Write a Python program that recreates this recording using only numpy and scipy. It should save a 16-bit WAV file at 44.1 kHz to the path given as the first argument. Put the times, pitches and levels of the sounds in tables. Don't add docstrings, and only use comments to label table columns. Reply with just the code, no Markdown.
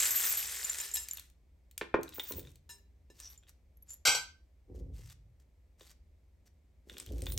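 import sys
import numpy as np
from scipy import signal
from scipy.fft import rfft, irfft, next_fast_len
from scipy.io import wavfile

SR = 44100
rng = np.random.default_rng(int(sys.argv[2]) if len(sys.argv) > 2 else 0)


def master(y):
    cut = np.clip(np.atleast_2d(y).T, -1, 1)
    pcm = np.round(cut * 32767)
    wavfile.write(sys.argv[1], SR, pcm.astype(np.int16))


N = 325714
TIME = np.arange(N) / SR


def from_db(db):
    return 10 ** (np.asarray(db) / 20)


def rms_one(x):
    return x / np.sqrt(np.mean(x ** 2) + 1e-20)


def peak_at(x, db):
    return from_db(db) * x / np.abs(x).max()


def at_hz(points, hz):
    knots, values = np.transpose(points)
    return np.interp(np.log(hz + 1e-3), np.log(knots), values)


def add(out, start_s, sound):
    i = max(int(start_s * SR), 0)
    out[i:i + len(sound)] += sound[:max(N - i, 0)]


def butter(x, order, hz, kind="low"):
    return signal.sosfilt(signal.butter(order, hz, kind, fs=SR, output="sos"), x)


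def colour(x, points):
    size = 2 * next_fast_len(N // 2 + 4096)
    log_gain = np.log(from_db(at_hz(points, np.fft.rfftfreq(size, 1 / SR))))
    cepstrum = irfft(log_gain)
    cepstrum[1:size // 2] *= 2
    cepstrum[size // 2 + 1:] = 0
    return irfft(rfft(x, size) * np.exp(rfft(cepstrum)))[..., :N]


def tilt(x, tilt_db):
    low = butter(x, 1, 5000)
    return low * from_db(-2 * tilt_db) + (x - low) * from_db(2 * tilt_db)


def ring(x, hz, t60_s):
    radius = from_db(-60 / (t60_s * SR))
    w = 2 * np.pi * hz / SR
    return signal.lfilter([0, np.sin(w)], [1, -2 * radius * np.cos(w), radius ** 2], x + 1e-18)


def burst(t60_s, length_s):
    t = TIME[:int(length_s * SR)]
    return rng.standard_normal(len(t)) * from_db(-60 * t / t60_s)


def contacts(per_s, spread_db):
    sizes = from_db(spread_db * np.minimum(rng.exponential(1, N), 4))
    signs = rng.choice([-1, 1], N)
    return sizes * signs * (rng.random(N) < per_s / SR)


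def flutter(per_s, depth_db):
    knots = rng.standard_normal(1024)
    return from_db(depth_db * np.interp(TIME * per_s, np.arange(len(knots)), knots))


def stroke(start_s, end_s, attack_s, fade_db_per_s):
    rise = np.clip((TIME - start_s) / attack_s, 0, 1)
    return rise * from_db(-fade_db_per_s * np.maximum(TIME - end_s, 0))


# [hz, level_db]
AIR_COLOUR = [(15, -53.5), (25, -26.5), (41, -10.5), (64, -12), (78, -5.5), (97, -22), (394, -34.5),
              (489, -36), (531, -35), (988, -47), (1190, -49), (1480, -51.5), (2220, -46), (2760, -52.5),
              (16000, -59.5)]


def room_tone(air_db=-65, side_db=-5, hum_db=-66):
    mid, side = (rms_one(colour(rng.standard_normal(N), AIR_COLOUR)) for _ in range(2))
    side = butter(side, 1, 300, "high")
    air = mid + from_db(side_db) * side * [[1], [-1]]
    hum = np.sqrt(2) * np.sin(2 * np.pi * 59.5 * TIME) * flutter(per_s=6, depth_db=2.5)
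    return from_db(air_db) * air + from_db(hum_db) * hum


# [time_s, level_db]
STIR = [(0.0, -37), (0.048, -37), (0.14, -43.5), (0.202, -39), (0.484, -46.5), (0.854, -48), (0.92, -58.5)]
# [hz, level_db]
PLASTIC_COLOUR = [(150, -38.5), (400, -12.5), (900, -12.5), (1800, -1.5), (2600, -4.5), (4500, -4.5),
                  (6500, -1.5), (9000, 0), (16000, -6)]
# [pitch_hz, level_db, t60_s]
CHARMS = [(6410, -8.5, 0.058), (7160, -3.5, 0.015), (7600, 0.5, 0.016), (7930, -5, 0.012),
          (8124, -7.5, 0.0043), (9300, -4, 0.0067), (11690, 1, 0.022), (11260, -10.5, .02),
          (14600, -1, 0.0072), (15550, -25, 0.0029)]
# [pitch_hz, level_db, t60_s]
BOWL = [(400, -19, .9), (964, -9, .16), (1766, -3, .12), (2790, -5, .12), (3950, -2, .11), (5243, -3, .11),
        (5905, -10, .1), (6690, -5, .1), (7133, -5, .1), (8180, -5, .11), (11670, -5, .09)]
SETTLE_DB_PER_S, REST_S, REST_DB_PER_S = 14.5, 1.21, 210
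LETTERS_DB, BOWL_DB = 4.5, -13
JINGLE_START_DB, JINGLE_DB_PER_DB = -30.5, 1.5


def stirring(crack_db=-3):
    time_s, level_db = np.transpose(STIR)
    settle_db = SETTLE_DB_PER_S * np.maximum(TIME - time_s[-1], 0)
    rest_db = REST_DB_PER_S * np.maximum(TIME - REST_S, 0)
    vigour = from_db(np.interp(TIME, time_s, level_db) - settle_db - rest_db)

    clicks = contacts(per_s=3500, spread_db=3.0) * flutter(per_s=120, depth_db=1.0)
    pitches_hz = np.linspace(1400, 15000, 26)
    dealt = rng.integers(0, len(pitches_hz), N)
    pieces = sum(ring(clicks * (dealt == k), hz, t60_s=0.004) for k, hz in enumerate(pitches_hz))
    rattle = rms_one(pieces) + from_db(crack_db) * clicks / clicks.std()
    letters = vigour * rms_one(colour(rattle, PLASTIC_COLOUR))

    jingle = sum(from_db(db) * rms_one(ring(contacts(per_s=450, spread_db=6.0), hz, t60_s))
                 for hz, db, t60_s in CHARMS)
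    charms = (vigour / vigour[0]) ** JINGLE_DB_PER_DB * rms_one(jingle)
    bowl = vigour * rms_one(sum(from_db(db) * ring(clicks, hz, t60_s) for hz, db, t60_s in BOWL))
    return from_db(LETTERS_DB) * letters + from_db(JINGLE_START_DB) * charms + from_db(BOWL_DB) * bowl


# (pitch_hz, t60_s)
LOW_CHARM, MID_CHARM, HIGH_CHARM, TINY_CHARM = (7170, 0.043), (11600, 0.033), (12160, 0.21), (14930, 0.135)
# [start_s, peak_db, charm]
PINGS = [(.002, -21, LOW_CHARM), (.107, -23.5, HIGH_CHARM), (.157, -21, HIGH_CHARM),
         (.262, -26.5, HIGH_CHARM), (0.291, -22, TINY_CHARM), (0.3212, -25, MID_CHARM),
         (0.371, -27, HIGH_CHARM), (0.645, -26, LOW_CHARM), (0.698, -22.5, LOW_CHARM),
         (0.8012, -28.5, LOW_CHARM), (0.915, -31.5, LOW_CHARM), (0.9402, -28, MID_CHARM),
         (1.111, -26, LOW_CHARM), (1.1343, -28, MID_CHARM), (3.377, -46, LOW_CHARM),
         (3.7713, -56.5, MID_CHARM), (3.8242, -50.5, MID_CHARM), (3.9051, -36.5, LOW_CHARM),
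         (3.941, -38.5, MID_CHARM)]


def pings(crack=0.07, partner_db=-18, partner_ratio=1.8, rebound=.1, rebound_t60_s=0.023):
    out = np.zeros(N)
    for start_s, peak_db, (hz, t60_s) in PINGS:
        click = signal.unit_impulse(SR // 2) + rebound * burst(rebound_t60_s, length_s=1)[:SR // 2]
        partner_hz = hz * partner_ratio if hz < 9500 else hz / partner_ratio
        main = peak_at(ring(click, hz, t60_s), 0)
        partner = peak_at(ring(click, partner_hz, t60_s / 2), partner_db)
        noise = crack * burst(0.01, length_s=.5)[:len(click)]
        add(out, start_s, peak_at(main + partner + noise, peak_db))
    return out


# [start_s, end_s, rms_db, pitch_hz]
BUZZES = [(0.206, 0.335, -38.5, 14750), (0.935, 0.961, -35, 7560), (0.97, 1.057, -48.5, 7530),
          (0.985, 1.05, -51, 11300), (3.212, 3.29, -54, 5770), (3.284, 3.35, -61.5, 11700),
          (3.878, 3.95, -55, 7140), (3.891, 3.956, -58.5, 11230), (7.301, 7.35, -54, 9300)]


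def buzzes(t60_s=0.015):
    out = np.zeros(N)
    clicks = contacts(per_s=13000, spread_db=8.0)
    for start_s, end_s, rms_db, hz in BUZZES:
        run = clicks[int(start_s * SR):int(end_s * SR)]
        swell = signal.windows.tukey(len(run), .5)
        add(out, start_s, from_db(rms_db) * rms_one(ring(run, hz, t60_s) * swell))
    return out


def tap(peak_db, hz, tilt_db, body, body_cycles=34):
    crack = burst(0.014, length_s=.1) + 0.08 * burst(0.11, length_s=.1)
    body_ring = rms_one(ring(crack, hz, body_cycles / hz))
    return peak_at(rms_one(tilt(crack, tilt_db)) + body * body_ring, peak_db)


# (pitch_hz, tilt_db, ring strength)
FACE, CORNER, EDGE, TIP = (3580, -9, 1.8), (4300, 5, 0.26), (8740, 2.8, 1), (12800, 8, 0.33)
# [start_s, peak_db before the high-pass, place]
TAPS = [(0.695, -22.5, EDGE), (0.785, -24.5, EDGE), (0.959, -17, TIP), (1.086, -26.5, TIP),
        (1.172, -26, CORNER), (1.183, -39.5, FACE), (1.196, -30, CORNER), (1.3, -50, CORNER),
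        (1.712, -43.5, CORNER), (1.7785, -24.5, TIP), (2.032, -30.5, TIP), (2.091, -37.5, TIP),
        (2.1963, -25.5, FACE), (2.199, -26.5, FACE), (2.3215, -25, CORNER), (2.394, -32, CORNER),
        (3.201, -33, EDGE), (3.493, -42, TIP), (5.809, -42, FACE), (6.8971, -36, FACE),
        (6.982, -29, CORNER), (6.9997, -28.5, EDGE), (7.0624, -37, CORNER), (7.2198, -30.5, EDGE),
        (7.258, -34.5, TIP), (7.2671, -29.5, FACE), (7.321, -28, CORNER), (7.377, -19, CORNER)]
# [start_s, end_s, typical peak_db before the high-pass]
JOSTLES = [(2.001, 2.57, -47), (3.148, 3.5, -59.5), (6.931, 7.392, -44)]
JOSTLES_PER_S, JOSTLE_SPREAD_DB, JOSTLE_PITCH_SPREAD = 39, 5, 0.13


def taps():
    out = np.zeros(N)
    for start_s, peak_db, place in TAPS:
        add(out, start_s, tap(peak_db, *place))
    for start_s, end_s, peak_db in JOSTLES:
        for k, (late, size, pitch, pick) in enumerate(rng.random((40, 4))):
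            hit_s = start_s + (k + late) / JOSTLES_PER_S
            hz, tilt_db, body = (FACE, FACE, CORNER, TIP)[int(4 * pick)]
            hit_db = peak_db + JOSTLE_SPREAD_DB * (2 * size - 1)
            hit_hz = hz * (1 + JOSTLE_PITCH_SPREAD * (2 * pitch - 1))
            add(out, hit_s, tap(hit_db, hit_hz, tilt_db, body) * (hit_s < end_s))
    return butter(out, 2, 900, "high")


# [start_s, peak_db, length_s (a third of the skitter's t60), tilt_db]
BOWL_HITS = [(0.791, -37, 0.14, 2), (0.969, -22.5, 0.0085, 6.5), (2.692, -39, 0.054, 1.5),
             (2.783, -56.5, 0.02, 0), (3.101, -52, 0.017, -1), (3.201, -44.5, 0.011, 2.5)]


def bowl_hits(crack=.4, skitter=.1):
    out = np.zeros(N)
    for start_s, peak_db, length_s, tilt_db in BOWL_HITS:
        touch = signal.unit_impulse(SR) + skitter * burst(3 * length_s, length_s=1)[:SR]
        modes = sum(from_db(db) * np.sqrt(t60_s) * rms_one(ring(touch, hz, t60_s)) for hz, db, t60_s in BOWL)
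        noise = crack * rms_one(burst(0.25, length_s=1)[:SR])
        add(out, start_s, peak_at(tilt(rms_one(modes) + noise, tilt_db), peak_db))
    return out


# [start_s, peak_db, cutoff_hz]
KNOCKS = [(1.812, -25, 3370), (1.941, -13, 1590), (1.985, -27, 519), (2.181, -35, 1290),
          (2.3052, -34.5, 1280), (2.381, -37.5, 590), (3.097, -53.5, 470), (4.081, -39.5, 199.7),
          (4.988, -55, 443), (5.808, -50.5, 808.5), (7.108, -38, 444)]
# [pitch_hz, level_db, t60_s]
TABLE = [(155, -21, 0.036), (260.2, -7, 0.027), (339, -9.5, .16), (412, -7, 0.12), (511.4, -5, 0.048),
         (632.3, -4.5, 0.027), (889, -12, 0.036), (1032, -11.5, 0.069), (1483, -1, 0.012),
         (1810, -5.5, 0.037), (2370, -3, 0.029), (3430, -3.5, 0.0093)]


def knocks():
    out = np.zeros(N)
    for start_s, peak_db, cutoff_hz in KNOCKS:
        click = signal.unit_impulse(SR // 2)
        modes = sum((-1) ** k * from_db(db) * ring(click, hz, t60_s)
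                    for k, (hz, db, t60_s) in enumerate(TABLE))
        blow = modes + burst(0.082, length_s=.5)[:len(click)]
        add(out, start_s, peak_at(butter(blow, 3, cutoff_hz), peak_db))
    return out


# [start_s, end_s, level_db]
SLIDES = [(1.987, 2.62, -65), (2.08, 2.447, -64), (3.12, 3.387, -62), (3.468, 3.513, -65),
          (3.848, 3.995, -71.5), (4.733, 4.817, -70), (4.911, 5.138, -64.5), (5.086, 5.137, -58),
          (5.392, 5.434, -73.5), (5.772, 5.944, -61), (6.452, 6.488, -69), (6.85, 7.08, -62),
          (7.016, 7.39, -64.5)]
# [hz, level_db]
SLIDE_COLOUR = [(200, -30.5), (600, 10), (1500, 8), (3500, 1), (7000, 1), (13000, -4), (16000, -7.5)]
# [start_s, end_s, level_db]
CRINKLES = [(2.14, 2.394, -46.5), (7.253, 7.39, -55)]
SLIDE_TILT_DB = 5
CRINKLE_ATTACK_S, CRINKLE_FADE_DB_PER_S = 0.0067, 400.5


def slides(edge_share=.3, tick_db=-9):
    grains = contacts(per_s=3000, spread_db=4.5) * flutter(per_s=45, depth_db=2.5)
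    ticks = sum(ring(contacts(per_s=22, spread_db=2.0), hz, t60_s=.008)
                for hz in (1900, 2700, 3600, 4600, 5800))
    slips = rms_one(colour(grains, SLIDE_COLOUR)) + from_db(tick_db) * rms_one(ticks)
    out = np.zeros(N)
    for start_s, end_s, level_db in SLIDES:
        run = slips[int(start_s * SR):int(end_s * SR)]
        push = signal.windows.tukey(len(run), 2 * edge_share)
        add(out, start_s, from_db(level_db) * push * rms_one(tilt(run, SLIDE_TILT_DB)))
    grip = sum(from_db(db) * stroke(start_s, end_s, CRINKLE_ATTACK_S, CRINKLE_FADE_DB_PER_S)
               for start_s, end_s, db in CRINKLES)
    crinkle = rms_one(ring(contacts(per_s=1100, spread_db=0.0), hz=15290, t60_s=0.0064))
    return out + grip * flutter(per_s=50, depth_db=6.5) * crinkle


# [start_s, end_s, deep_db, rub_db], both before the trims in rumble
DRAGS = [(2.306, 2.397, -46.5, -46.5), (4.676, 4.821, -47, -49.5), (4.799, 5.012, -47, -60.5),
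         (5.123, 5.254, -59, -83), (6.853, 7.004, -63, -53.5), (7.069, 7.39, -41, -43)]
# [hz, level_db]
DEEP_COLOUR = [(25, -47.5), (52, 24.5), (100, 10), (160, 2.5), (300, -54.5)]
# [hz, level_db]
RUB_COLOUR = [(100, -8), (180, -2), (340, 7), (520, -1), (800, -18), (2000, -54)]
DEEP_ATTACK_S, DEEP_FADE_DB_PER_S = 0.054, 153
RUB_ATTACK_S, RUB_SAG_DB_PER_S, RUB_FADE_DB_PER_S = 0.031, 22, 168


def rumble(deep_trim_db=1.0, rub_trim_db=-6.5):
    deep = rub = 0
    for start_s, end_s, deep_db, rub_db in DRAGS:
        sag_db = RUB_SAG_DB_PER_S * np.maximum(TIME - start_s, 0)
        deep = deep + from_db(deep_db) * stroke(start_s, end_s, DEEP_ATTACK_S, DEEP_FADE_DB_PER_S)
        rub = rub + from_db(rub_db - sag_db) * stroke(start_s, end_s, RUB_ATTACK_S, RUB_FADE_DB_PER_S)
    shake = rms_one(colour(rng.standard_normal(N), DEEP_COLOUR))
    judder = rms_one(colour(contacts(per_s=500, spread_db=4.5), RUB_COLOUR))
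    return from_db(deep_trim_db) * deep * shake + from_db(rub_trim_db) * rub * judder


# [start_s, force_db, chatter length_s]
CLATTER = [(4.0514, -21.5, .004), (4.068, -22.5, 0.0064), (4.121, -41.5, 0.0069), (4.1467, -30.5, 0.004)]
# [hz, level_db]
CLATTER_COLOUR = [(100, -11), (200, -34), (400, -9), (900, -2.5), (1800, -7.5), (2250, 10), (3400, 0),
                  (4700, 5), (6500, 3), (8500, 2), (12000, -4.5), (16000, -20.5)]
# [pitch_hz, energy share_db, t60_s]
METAL = [(861, -27, .16), (980, -26, .16), (1543, -8.5, .07), (2180, -18, .06), (2312, -15, .06),
         (2552, -20, .16), (3231, -17, .13), (3370, -22, .17), (3930, -24, .14), (4033, -15, .12),
         (4672, -13.5, .06), (4845, -18, .16), (5592, -19, .1), (5877, -13.5, .08), (6440, -18, .13),
         (7520, -15, .11), (7835, -12, .08), (8680, -22, .1), (11460, -26, .12), (12135, -25, .1)]
CLATTER_ATTACK_S, CLATTER_FADE_DB_PER_S = .001, 299


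def clatter(crack_db=-4.0, ring_db=-1.0):
    force = sum(from_db(db) * stroke(start_s, start_s + length_s, CLATTER_ATTACK_S, CLATTER_FADE_DB_PER_S)
                for start_s, db, length_s in CLATTER)
    cracks = force * rms_one(colour(contacts(per_s=12000, spread_db=1.0), CLATTER_COLOUR))
    rings = sum(from_db(db) * rms_one(ring(cracks, hz, t60_s)) for hz, db, t60_s in METAL)
    return from_db(crack_db) * cracks + from_db(ring_db) * cracks.std() * rings


# [hz, t60_s]
ROOM_T60 = [(150, 0.63), (400, 0.23), (1500, 0.34), (5000, 0.31), (12000, 0.13)]
# [hz, correlation]
ROOM_LIKENESS = [(150, 0.92), (320, 0.71), (550, 0.06), (1200, .2), (5000, 0.18)]


def room(x, gap_s=0.0018):
    t, tail = TIME[:SR // 2], 0
    edges_hz = np.geomspace(110, 17000, 11)
    for low_hz, high_hz in zip(edges_hz, edges_hz[1:]):
        mid, side = butter(rng.standard_normal((2, len(t))), 2, [low_hz, high_hz], "band")
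        hz = np.sqrt(low_hz * high_hz)
        alike = np.clip(at_hz(ROOM_LIKENESS, hz), -1, 1)
        noise = np.sqrt(1 + alike) * mid + np.sqrt(1 - alike) * side * [[1], [-1]]
        tail = tail + noise * from_db(-60 * t / at_hz(ROOM_T60, hz))
    tail = tail * (t > gap_s)
    tail = tail / np.sqrt((tail ** 2).sum() / 2)
    return signal.fftconvolve(x[None], tail, axes=1)[:, :N]


# [hz, phase_rad]
PORT_PHASE = [(300, 0.17), (1500, 1.2), (4000, 0.01), (7500, 0.44), (12000, 1.6), (16000, 0.28)]


def ports(x):
    size = next_fast_len(N + SR // 10)
    turn = np.exp(.5j * at_hz(PORT_PHASE, np.fft.rfftfreq(size, 1 / SR)))
    return irfft(rfft(x, size) * np.array([turn, turn.conj()]), size)[:, :N]


LEFT_LOUDER_DB = 1


def scene():
    bowl = stirring() + pings() + buzzes() + bowl_hits()
    table = taps() + slides()
    knock, low, metal = knocks(), rumble(), clatter()
    wet = from_db(-10.5) * (bowl + table) + from_db(-9) * knock + from_db(-8.5) * metal + from_db(-3.0) * low
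    balance = from_db([[LEFT_LOUDER_DB / 2], [-LEFT_LOUDER_DB / 2]])
    direct = ports(bowl + table + metal) * balance + knock + low
    return direct + room(wet) + room_tone()


# [hz, level_db]
MIC_COLOUR = [(9200, 0), (9700, -7), (10200, -23.5), (10800, -4.5), (11500, 1), (12700, 2), (13400, -4),
              (13950, -27), (14500, 0), (15000, -4)]
STOPBAND_HZ = 17200


def record(dry):
    top_cut = signal.cheby2(14, 70, STOPBAND_HZ, fs=SR, output="sos")
    return signal.sosfilt(top_cut, colour(dry, MIC_COLOUR))


dry = scene()
out = record(dry)
master(out)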